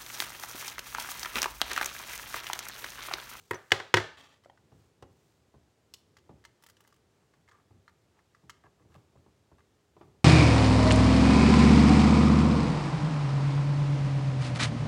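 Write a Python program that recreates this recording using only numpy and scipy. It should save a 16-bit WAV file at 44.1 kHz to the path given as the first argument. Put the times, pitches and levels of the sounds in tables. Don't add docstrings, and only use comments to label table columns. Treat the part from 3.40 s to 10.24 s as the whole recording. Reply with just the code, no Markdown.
import sys
import numpy as np
from scipy import signal
from scipy.fft import rfft, irfft
from scipy.io import wavfile

SR = 44100
rng = np.random.default_rng(int(sys.argv[2]) if len(sys.argv) > 2 else 0)


def materialize(psi):
    bounded = np.clip(np.atleast_2d(psi).T, -1, 1)
    quanta = np.round(bounded * 32767).astype(np.int16)
    wavfile.write(sys.argv[1], SR, quanta)


N = 301820
RING = np.arange(SR * 3 // 4) / SR

# [f/Hz, relative density/dB per Hz]
AIR_COLOUR = [(20, -9), (45, -6), (70, 1), (105, 1.5), (160, -4), (290, -9), (390, -5), (520, -11),
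              (900, -16.5), (2000, -22), (5000, -26), (7500, -27.5), (10000, -34), (16000, -40)]
AIR_DB = -68
# [f/Hz, t60/s, level against the sound fed to the room/dB]
ROOM_BANDS = [(100, 0.4, -7.5), (348, 0.35, -0.5), (970, 0.41, -8), (1800, 0.45, -12.5), (4001, 0.46, -12),
              (7900, .35, -13.5), (14000, .25, -16.5)]

# [middle t/s, length/s, level/dB]
RUMBLES = [(1.35, .36, -67.5), (1.7, .16, -66), (3.98, .15, -71), (4.36, .15, -64.5), (5.57, 0.1, -59),
           (5.78, 0.078, -67), (6.15, .08, -66)]
# [f/Hz, level/dB]
THUD_COLOUR = [(35, -9), (70, 6), (110, 3), (160, 3), (260, -8), (450, -11), (1500, -78)]
# [middle t/s, length/s, level/dB, hiss/dB]
SLIDES = [(.08, 1, -69.5, 7), (1.403, 0.26, -76, 1), (1.846, 0.41, -78, 7), (2.578, 0.11, -77, 15),
          (3.45, 0.23, -78, -5), (3.8, .2, -80.5, -12), (4.151, 0.19, -73.5, -15),
          (4.784, 0.092, -73, -21.5), (5.56, 0.17, -73.5, -6.5), (6.634, 0.19, -75, -6)]
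# [f/Hz, level/dB]
RUB_COLOUR = [(400, -39), (850, -0.5), (1300, -3), (2000, -12), (2700, -13), (6000, -30), (12000, -50.5)]
# [f/Hz, level/dB]
HISS_COLOUR = [(1000, -18), (3000, -1), (7500, -0.5), (10000, -7.5), (15000, -8)]
# [start t/s, length/s, level/dB, treble/dB]
CREAKS = [(4.116, 0.051, -67.5, -14), (4.183, .028, -66, -17), (4.289, .035, -69.5, -8),
          (4.488, 0.012, -64, -2.5), (5.234, 0.037, -62.5, -12), (5.386, 0.034, -74, -14),
          (5.511, .022, -68, -3), (5.539, 0.0255, -61.5, 2), (5.752, 0.024, -67.5, -15),
          (6.179, 0.019, -61.5, -3), (6.613, 0.04, -64, -17)]
# [f/Hz, width/Hz, level/dB]
PRESSED_LID = [(880, 44, -3), (1000, 130, -4), (1176, 100, 9), (1616, 120, 0.5), (2050, 130, -10),
               (2570, 110, -4.5), (3460, 200, -17)]
SLIPS_PER_S = 530

# [t/s, level/dB, weight 0 grazing - 1 leaning]
BUMPS = [(1.624, -50, 0.23), (2.141, -58, 0.4), (2.892, -53, 0.33), (4.307, -67, 0.6), (5.035, -68, .62),
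         (5.238, -58.5, 0.28), (5.55, -56.5, 0.35), (5.754, -64.5, 0.53), (5.861, -61.5, 0.35),
         (6.115, -59, 0.3), (6.565, -57.5, 0.26), (6.61, -52, 0.17)]
# [middle t/s, length/s, level of each small bump/dB, weight 0 - 1]
SHIFTS = [(1.323, 0.0199, -60.5, 0.28), (2.915, 0.029, -60.5, 0.48), (5.26, 0.0201, -64.5, 0.39),
          (5.46, .16, -68.5, 0.58), (6.698, 0.16, -69.5, 0.59)]
TOUCHES_PER_S = 16
# [f/Hz, level/dB]
KNOCK_COLOUR = [(150, -21), (370, 8), (520, -1), (730, 0), (1100, -2), (3000, -62)]
WEIGHT_DB = 30

# [t/s, level/dB]
CRACKLES = [(3.224, -63), (3.237, -55.5), (3.264, -54), (3.287, -60), (3.298, -56), (3.405, -61),
            (3.475, -62)]
# [start t/s, length/s, level/dB, rate/per s]
FIZZ = [(3.23, 0.12, -78.5, 50), (3.394, .17, -74.5, 60)]
# [t/s, level/dB, hardness 0 fingertip - 1 nail tip]
TICKS = [(0.143, -47, 0.6), (0.3062, -42.5, 0.41), (1.037, -61, 0.38), (1.047, -58.5, 0.34),
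         (1.175, -60, 0.1), (1.624, -53.5, 0.56), (2.538, -49, 1), (2.768, -52.5, 0.48),
         (2.785, -61.5, 0.54), (3.04, -59, 0.54), (3.05, -44, 0.45), (3.368, -57, 0.47),
         (3.449, -58, 0.053), (3.525, -60, 0.45), (3.938, -58, 0.039), (4.078, -61, 0.27),
         (4.087, -53.5, 0.18), (4.092, -58, 0.36), (4.113, -56.5, .25), (4.118, -55.5, .15),
         (4.479, -50, 0.03), (4.791, -61, .05), (4.948, -54.5, 0.04), (5.0954, -40.5, 0.43),
         (5.0998, -43.5, 0.47), (5.423, -67.5, 0.047), (6.204, -60.5, 0.052)]
# [f/Hz, t60/s, level/dB]
LID_MODES = [(897, 0.05, -5), (1180, 0.027, 4), (1375, 0.04814, -4.5), (1692, 0.018, 5.5),
             (1860, 0.034, -2), (2054, 0.046, -2)]
# [f/Hz, t60/s, level/dB]
LID_HIGH_MODES = [(3050, .035, -1), (4270, .03, -5.5), (4452, .03, -5.5), (5994, .03, -6),
                  (6800, 0.038, -6), (7900, .03, -5)]
SPOT_DETUNE = .035
# [f/Hz, level/dB]
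SNAP_COLOUR = [(500, -16), (2200, -12), (3000, 1.5), (3700, -5.5), (4800, -3), (6800, -6), (9000, -15),
               (15000, -35)]
# [f/Hz, level/dB]
CRISP_COLOUR = [(4000, -22), (8000, -3.5), (11000, -5.5), (15000, -7)]
HARD_RING_DB, HARD_SNAP_DB, HARD_CRISP_DB = -17.5, 23, 30.5

# [t/s, f/Hz, level/dB, t60/s]
CHIRPS = [(0.1455, 5980, -40, 0.058), (4.478, 4160, -57, .045)]
# [multiple of its pitch, level/dB]
CHIRP_PARTIALS = [(.975, -9), (1, -2), (1.035, -9)]
# [t/s, level/dB, lowest ring f/Hz, treble/dB]
SET_DOWN = [(1.0585, -42, 560, -11), (1.0975, -43, 790, -1)]
# [multiple of the lowest ring, t60/s, level/dB]
CORNER_MODES = [(1, 0.019, 0), (1.25, .028, -7.5), (2.4, 0.021, -7), (4, .025, -13)]

PEEL_S = .769
# [t/s, level/dB]
PEEL_LEVEL = [(.766, -85.5), (.772, -55), (.803, -55.5), (.85, -59), (.88, -64.5), (.94, -63.5), (.98, -76),
              (1.02, -100)]
# [f/Hz, width/Hz, level/dB]
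PEEL_RINGS = [(819, 365, 0.5), (1158, 62, 9), (1798, 200, 2.5), (2590, 160, -2), (3120, 260, -2),
              (3720, 110, -12), (4445, 67, -3), (5590, 100, -8)]
# [f/Hz, level/dB]
PEEL_HISS = [(300, 0.5), (1200, -0.5), (3500, -5.0), (4500, -14), (7000, -8.5), (10000, -22), (15000, -25)]
PEEL_FEED = [(500, -3.5), (3500, 6), (9000, -3.5)]

# [t/s, level/dB, treble/dB, table thump/dB, strike place 0 flat - 1 on its edge]
TAPS = [(0.1093, -12.5, -10, -1, 0.013), (0.3183, -2.5, 1, -6, 0.92), (0.5403, 0, 0, 0.5, 0.22)]
# [t/s, level/dB, treble/dB, table thump/dB, strike place 0 - 1]
REBOUNDS = [(0.1327, -22, -9.5, -10, 0), (0.1424, -25, -12, -6, .1), (0.156, -29, -16, -4, .1),
            (0.3329, -21, -11.5, -6, 0.1), (0.3996, -18, -8.5, -6, 0.82), (0.5678, -11.5, -1.5, 4, 0.3),
            (.5703, -6, -4, -8, 0.68), (0.5743, -16, -5, -10, 0.49), (0.5825, -14.5, -5, -10, 0.3),
            (0.5997, -21, -2, -10, 0.66)]
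CONTACT_DB = -31.5
# [f/Hz, t60/s, level struck flat/dB, level struck on its edge/dB]
CASE_MODES = [(367, 0.07, -17, -26.5), (428, 0.06, -22.5, -24), (522, 0.05, -22.5, -26.5),
              (747, .02, -25.5, -13), (935, 0.048, -17.5, -33), (1035, 0.064, -28.5, -35.5),
              (1310.5, 0.028, -25.5, -19.5), (1530, 0.024, -20, -18), (1695, 0.022, -20, -11),
              (1890, 0.047, -18, -25), (2061.4, 0.025, -20.5, -12.5), (2540, 0.056, -27.5, -30.5),
              (2923, 0.029, -25.5, -14.5), (3405, .022, -29.5, -20.5), (3250, 0.02, -26.5, -14.5),
              (4500, 0.02, -25, -19.5), (3990, 0.0067, -28.5, -30.5), (5560, 0.024, -30, -26.5),
              (7700, 0.017, -32.5, -33.5)]
DETUNE = .009
# [f/Hz, level/dB]
CRACK_COLOUR = [(40, -65.5), (130, -25), (270, -19), (390, -6.5), (650, -9), (1000, -5), (1750, 1.5),
                (2400, -6), (3400, -5.5), (5000, -12), (7000, -15.5), (9000, -25), (15000, -35.5)]
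# [f/Hz, t60/s, level/dB]
TABLE_MODES = [(73.6, .22, -43), (105.9, .16, -23), (120, 0.11225, -25), (148, 0.1, -22.5),
               (202, .09, -42.5), (217.1, 0.058, -41)]


def undb(db):
    return 10 ** (np.asarray(db) / 20)


def fade(t60):
    return np.exp(-np.log(1000) * RING / t60)


def rise(rise_s):
    return 1 - np.exp(-RING / rise_s)


def add(track, s, sound):
    i = int(s * SR)
    track[i:i + len(sound)] += sound[:N - i]


def unit(x):
    return x / np.std(x)


def colour(points, size):
    hz, db = np.transpose(points)
    log_hz = np.log(np.fft.rfftfreq(size, 1 / SR) + 1)
    return undb(np.interp(log_hz, np.log(hz), db))


def noise(points, size=len(RING)):
    return irfft(rfft(rng.standard_normal(size)) * colour(points, size), size)


def ring(modes, rise_s, scatter=1):
    phases = scatter * rng.uniform(0, 2 * np.pi, len(modes))
    tones = 0
    for (hz, t60, db), phase in zip(modes, phases):
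        tones = tones + undb(db) * fade(t60) * np.sin(2 * np.pi * hz * RING + phase)
    return tones * rise(rise_s)


def burst(points, t60, rise_s):
    return noise(points) * fade(t60) * rise(rise_s)


def shelf(x, treble_db, corner_hz):
    low = signal.sosfilt(signal.butter(5, corner_hz, "low", fs=SR, output="sos"), x)
    high = signal.sosfilt(signal.butter(5, corner_hz, "high", fs=SR, output="sos"), x)
    return low + undb(treble_db) * high


def grainy(x, grain_db, size=150):
    steps = undb(grain_db * rng.standard_normal(len(x) // size + 1))
    return unit(x * np.repeat(steps, size)[:len(x)])


def resonate(x, bands):
    return sum(undb(db) * signal.lfilter(*signal.iirpeak(hz, hz / width, fs=SR), x) for hz, width, db in bands)


def scattered(start_s, length_s, per_s):
    count = max(round(length_s * per_s), 1)
    return start_s + length_s * (np.arange(count) + rng.random(count)) / count


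def air(waver_db=-0.3, bass_waver_db=1.16, count=45):
    places = np.linspace(0, count - 1, N)
    waver = np.interp(places, np.arange(count), rng.standard_normal(count))
    bass_db = bass_waver_db * np.interp(places, np.arange(count), rng.standard_normal(count))
    hush = shelf(unit(noise(AIR_COLOUR, size=N)), -bass_db, corner_hz=550)
    return hush * undb(AIR_DB + waver_db * waver + bass_db)


def room(x, onset_s=.009):
    log_hz = np.log(np.fft.rfftfreq(len(RING), 1 / SR) + 1)
    centres = np.log([row[0] for row in ROOM_BANDS])
    scatter = rfft(rng.standard_normal(len(RING)))
    tail = 0
    for (hz, t60, db), band in zip(ROOM_BANDS, np.eye(len(ROOM_BANDS))):
        envelope = fade(t60) * (1 - np.exp(-(RING / onset_s) ** 2))
        share = np.interp(log_hz, centres, band)
        reflections = irfft(scatter * share, len(RING))
        tail = tail + undb(db) * reflections * envelope / np.linalg.norm(envelope)
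    return signal.fftconvolve(x, tail)[:N]


def rumbles():
    out = np.zeros(N)
    for s, length_s, db in RUMBLES:
        swell = np.sin(np.pi * np.clip(RING / length_s, 0, 1))
        add(out, s - length_s / 2, undb(db) * grainy(noise(THUD_COLOUR), grain_db=3, size=900) * swell)
    return out


def slides():
    out = np.zeros(N)
    for s, length_s, db, hiss_db in SLIDES:
        start = max(s - length_s / 2, 0)
        swell = np.cos(np.pi * np.clip((start + RING - s) / length_s, -.5, .5))
        friction = unit(noise(RUB_COLOUR)) + undb(hiss_db) * unit(noise(HISS_COLOUR))
        add(out, start, undb(db) * grainy(friction, grain_db=2) * swell)
    return out


def creaks(slip_spread_db=4, edge_s=0.0034):
    out = np.zeros(N)
    for s, length_s, db, treble_db in CREAKS:
        slipping = rng.random(len(RING)) < SLIPS_PER_S / SR
        slips = slipping * undb(slip_spread_db * rng.standard_normal(len(RING)))
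        drag = np.clip(np.minimum(RING, length_s - RING) / edge_s, 0, 1)
        creak = resonate(slips * drag + 1e-18, PRESSED_LID) / np.std(resonate(slips, PRESSED_LID))
        add(out, s, undb(db) * shelf(creak, treble_db, corner_hz=2090))
    return out


def bump(weight, rub_db=4.5, knock_db=20, thud_db=27):
    lean_db = WEIGHT_DB * (weight - .5)
    rub = undb(rub_db - lean_db) * burst(RUB_COLOUR, t60=0.067, rise_s=0.0009)
    knock = undb(knock_db) * burst(KNOCK_COLOUR, t60=0.057, rise_s=0.0022)
    thud = undb(thud_db + lean_db) * burst(THUD_COLOUR, t60=0.21, rise_s=0.0045)
    return rub + knock + thud


def bumps():
    out = np.zeros(N)
    for s, db, weight in BUMPS:
        add(out, s, undb(db) * bump(weight))
    for middle_s, length_s, db, weight in SHIFTS:
        for s in scattered(middle_s - length_s / 2, length_s, TOUCHES_PER_S):
            add(out, s, undb(db) * bump(weight))
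    return out


def at_a_spot(modes, spread_db):
    return [(hz * (1 + SPOT_DETUNE * rng.standard_normal()), t60, db + spread_db * rng.standard_normal())
            for hz, t60, db in modes]


def tick(lid_db, snap_db, crisp_db, high_db=-18, spread_db=3):
    lid = undb(lid_db) * ring(at_a_spot(LID_MODES, spread_db), rise_s=0.0002)
    high = undb(snap_db + high_db) * ring(at_a_spot(LID_HIGH_MODES, spread_db), rise_s=.0005)
    snap = undb(snap_db) * burst(SNAP_COLOUR, t60=0.04, rise_s=0.00046)
    crisp = undb(crisp_db) * burst(CRISP_COLOUR, t60=.03, rise_s=0.00075)
    return lid + high + snap + crisp


def crackles(lid_db=-5, snap_db=10, crisp_db=10, spread_db=3):
    out = np.zeros(N)
    tiny = []
    for start_s, length_s, db, per_s in FIZZ:
        for s in scattered(start_s, length_s, per_s):
            tiny.append((s, db + spread_db * rng.standard_normal()))
    for s, db in CRACKLES + tiny:
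        add(out, s, undb(db) * tick(lid_db, snap_db, crisp_db))
    return out


def ticks(lid_db=-5.0, snap_db=-5, crisp_db=-21):
    out = np.zeros(N)
    for s, db, hard in TICKS:
        contact = tick(lid_db + HARD_RING_DB * hard ** 3,
                       snap_db + HARD_SNAP_DB * hard,
                       crisp_db + HARD_CRISP_DB * hard)
        add(out, s, undb(db) * contact)
    return out


def chirps():
    out = np.zeros(N)
    for s, hz, db, t60 in CHIRPS:
        partials = [(hz * multiple, t60, part_db) for multiple, part_db in CHIRP_PARTIALS]
        add(out, s, undb(db) * ring(partials, rise_s=0.0025))
    return out


def crack(evenness, t60=.027):
    spectrum = rfft(burst(CRACK_COLOUR, t60, rise_s=.0009))
    ripple = np.abs(spectrum) / colour(CRACK_COLOUR, len(RING)) + 1e-9
    evened = irfft(spectrum / (ripple / np.median(ripple)) ** evenness, len(RING))
    return evened * (RING < 2 * t60)


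def set_down(crack_db=-3):
    out = np.zeros(N)
    for s, db, hz, treble_db in SET_DOWN:
        modes = [(hz * multiple, t60, mode_db) for multiple, t60, mode_db in CORNER_MODES]
        knock = ring(modes, rise_s=0.00035) + undb(crack_db) * crack(evenness=.5)
        add(out, s, undb(db) * shelf(knock, treble_db, corner_hz=1200))
    return out


def peel(hiss_db=-3):
    out = np.zeros(N)
    hiss = unit(noise(PEEL_HISS))
    hollow = unit(resonate(noise(PEEL_FEED), PEEL_RINGS))
    swell = undb(np.interp(PEEL_S + RING, *np.transpose(PEEL_LEVEL)))
    add(out, PEEL_S, grainy(hollow + undb(hiss_db) * hiss, grain_db=2, size=200) * swell)
    return out


def blow(db, treble_db, thump_db, edge, ring_db, crack_db, table_db, evenness):
    edge = np.clip(edge, 0, 1)
    modes = []
    for hz, t60, flat_db, edge_db in CASE_MODES:
        detuned_hz = hz * (1 + DETUNE * rng.standard_normal())
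        modes.append((detuned_hz, t60, flat_db + edge * (edge_db - flat_db)))
    clack = undb(ring_db) * ring(modes, rise_s=0.00084) + undb(crack_db) * crack(evenness)
    thump = undb(table_db + thump_db) * ring(TABLE_MODES, rise_s=0.0087, scatter=0)
    return undb(db) * (shelf(clack, treble_db, corner_hz=2256) + thump)


def ink_pad(ring_db, crack_db, table_db, evenness):
    out = np.zeros(N)
    mix = ring_db, crack_db, table_db, evenness
    for s, db, treble_db, thump_db, edge in TAPS:
        touch = undb(CONTACT_DB) * burst(CRISP_COLOUR, t60=0.03, rise_s=.0005)
        add(out, s, blow(db, treble_db, thump_db, edge, *mix) + touch)
    for s, db, treble_db, thump_db, edge in REBOUNDS:
        add(out, s, blow(db, treble_db, thump_db, edge, *mix))
    return out


def scene():
    handling = rumbles() + slides() + creaks() + bumps() + crackles() + ticks() + set_down() + peel()
    direct = ink_pad(ring_db=3.5, crack_db=2.5, table_db=1.0, evenness=.5) + chirps() + handling
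    all_round = ink_pad(ring_db=-12, crack_db=5.5, table_db=-5.5, evenness=1) + undb(-2.5) * handling
    return (direct + room(all_round) + air())[None]


def record(dry):
    thin = signal.sosfilt(signal.butter(4, 64, "highpass", fs=SR, output="sos"), dry)
    return signal.sosfilt(signal.ellip(10, .2, 70, 15900, fs=SR, output="sos"), thin)


dry = scene()
out = record(dry)
materialize(out)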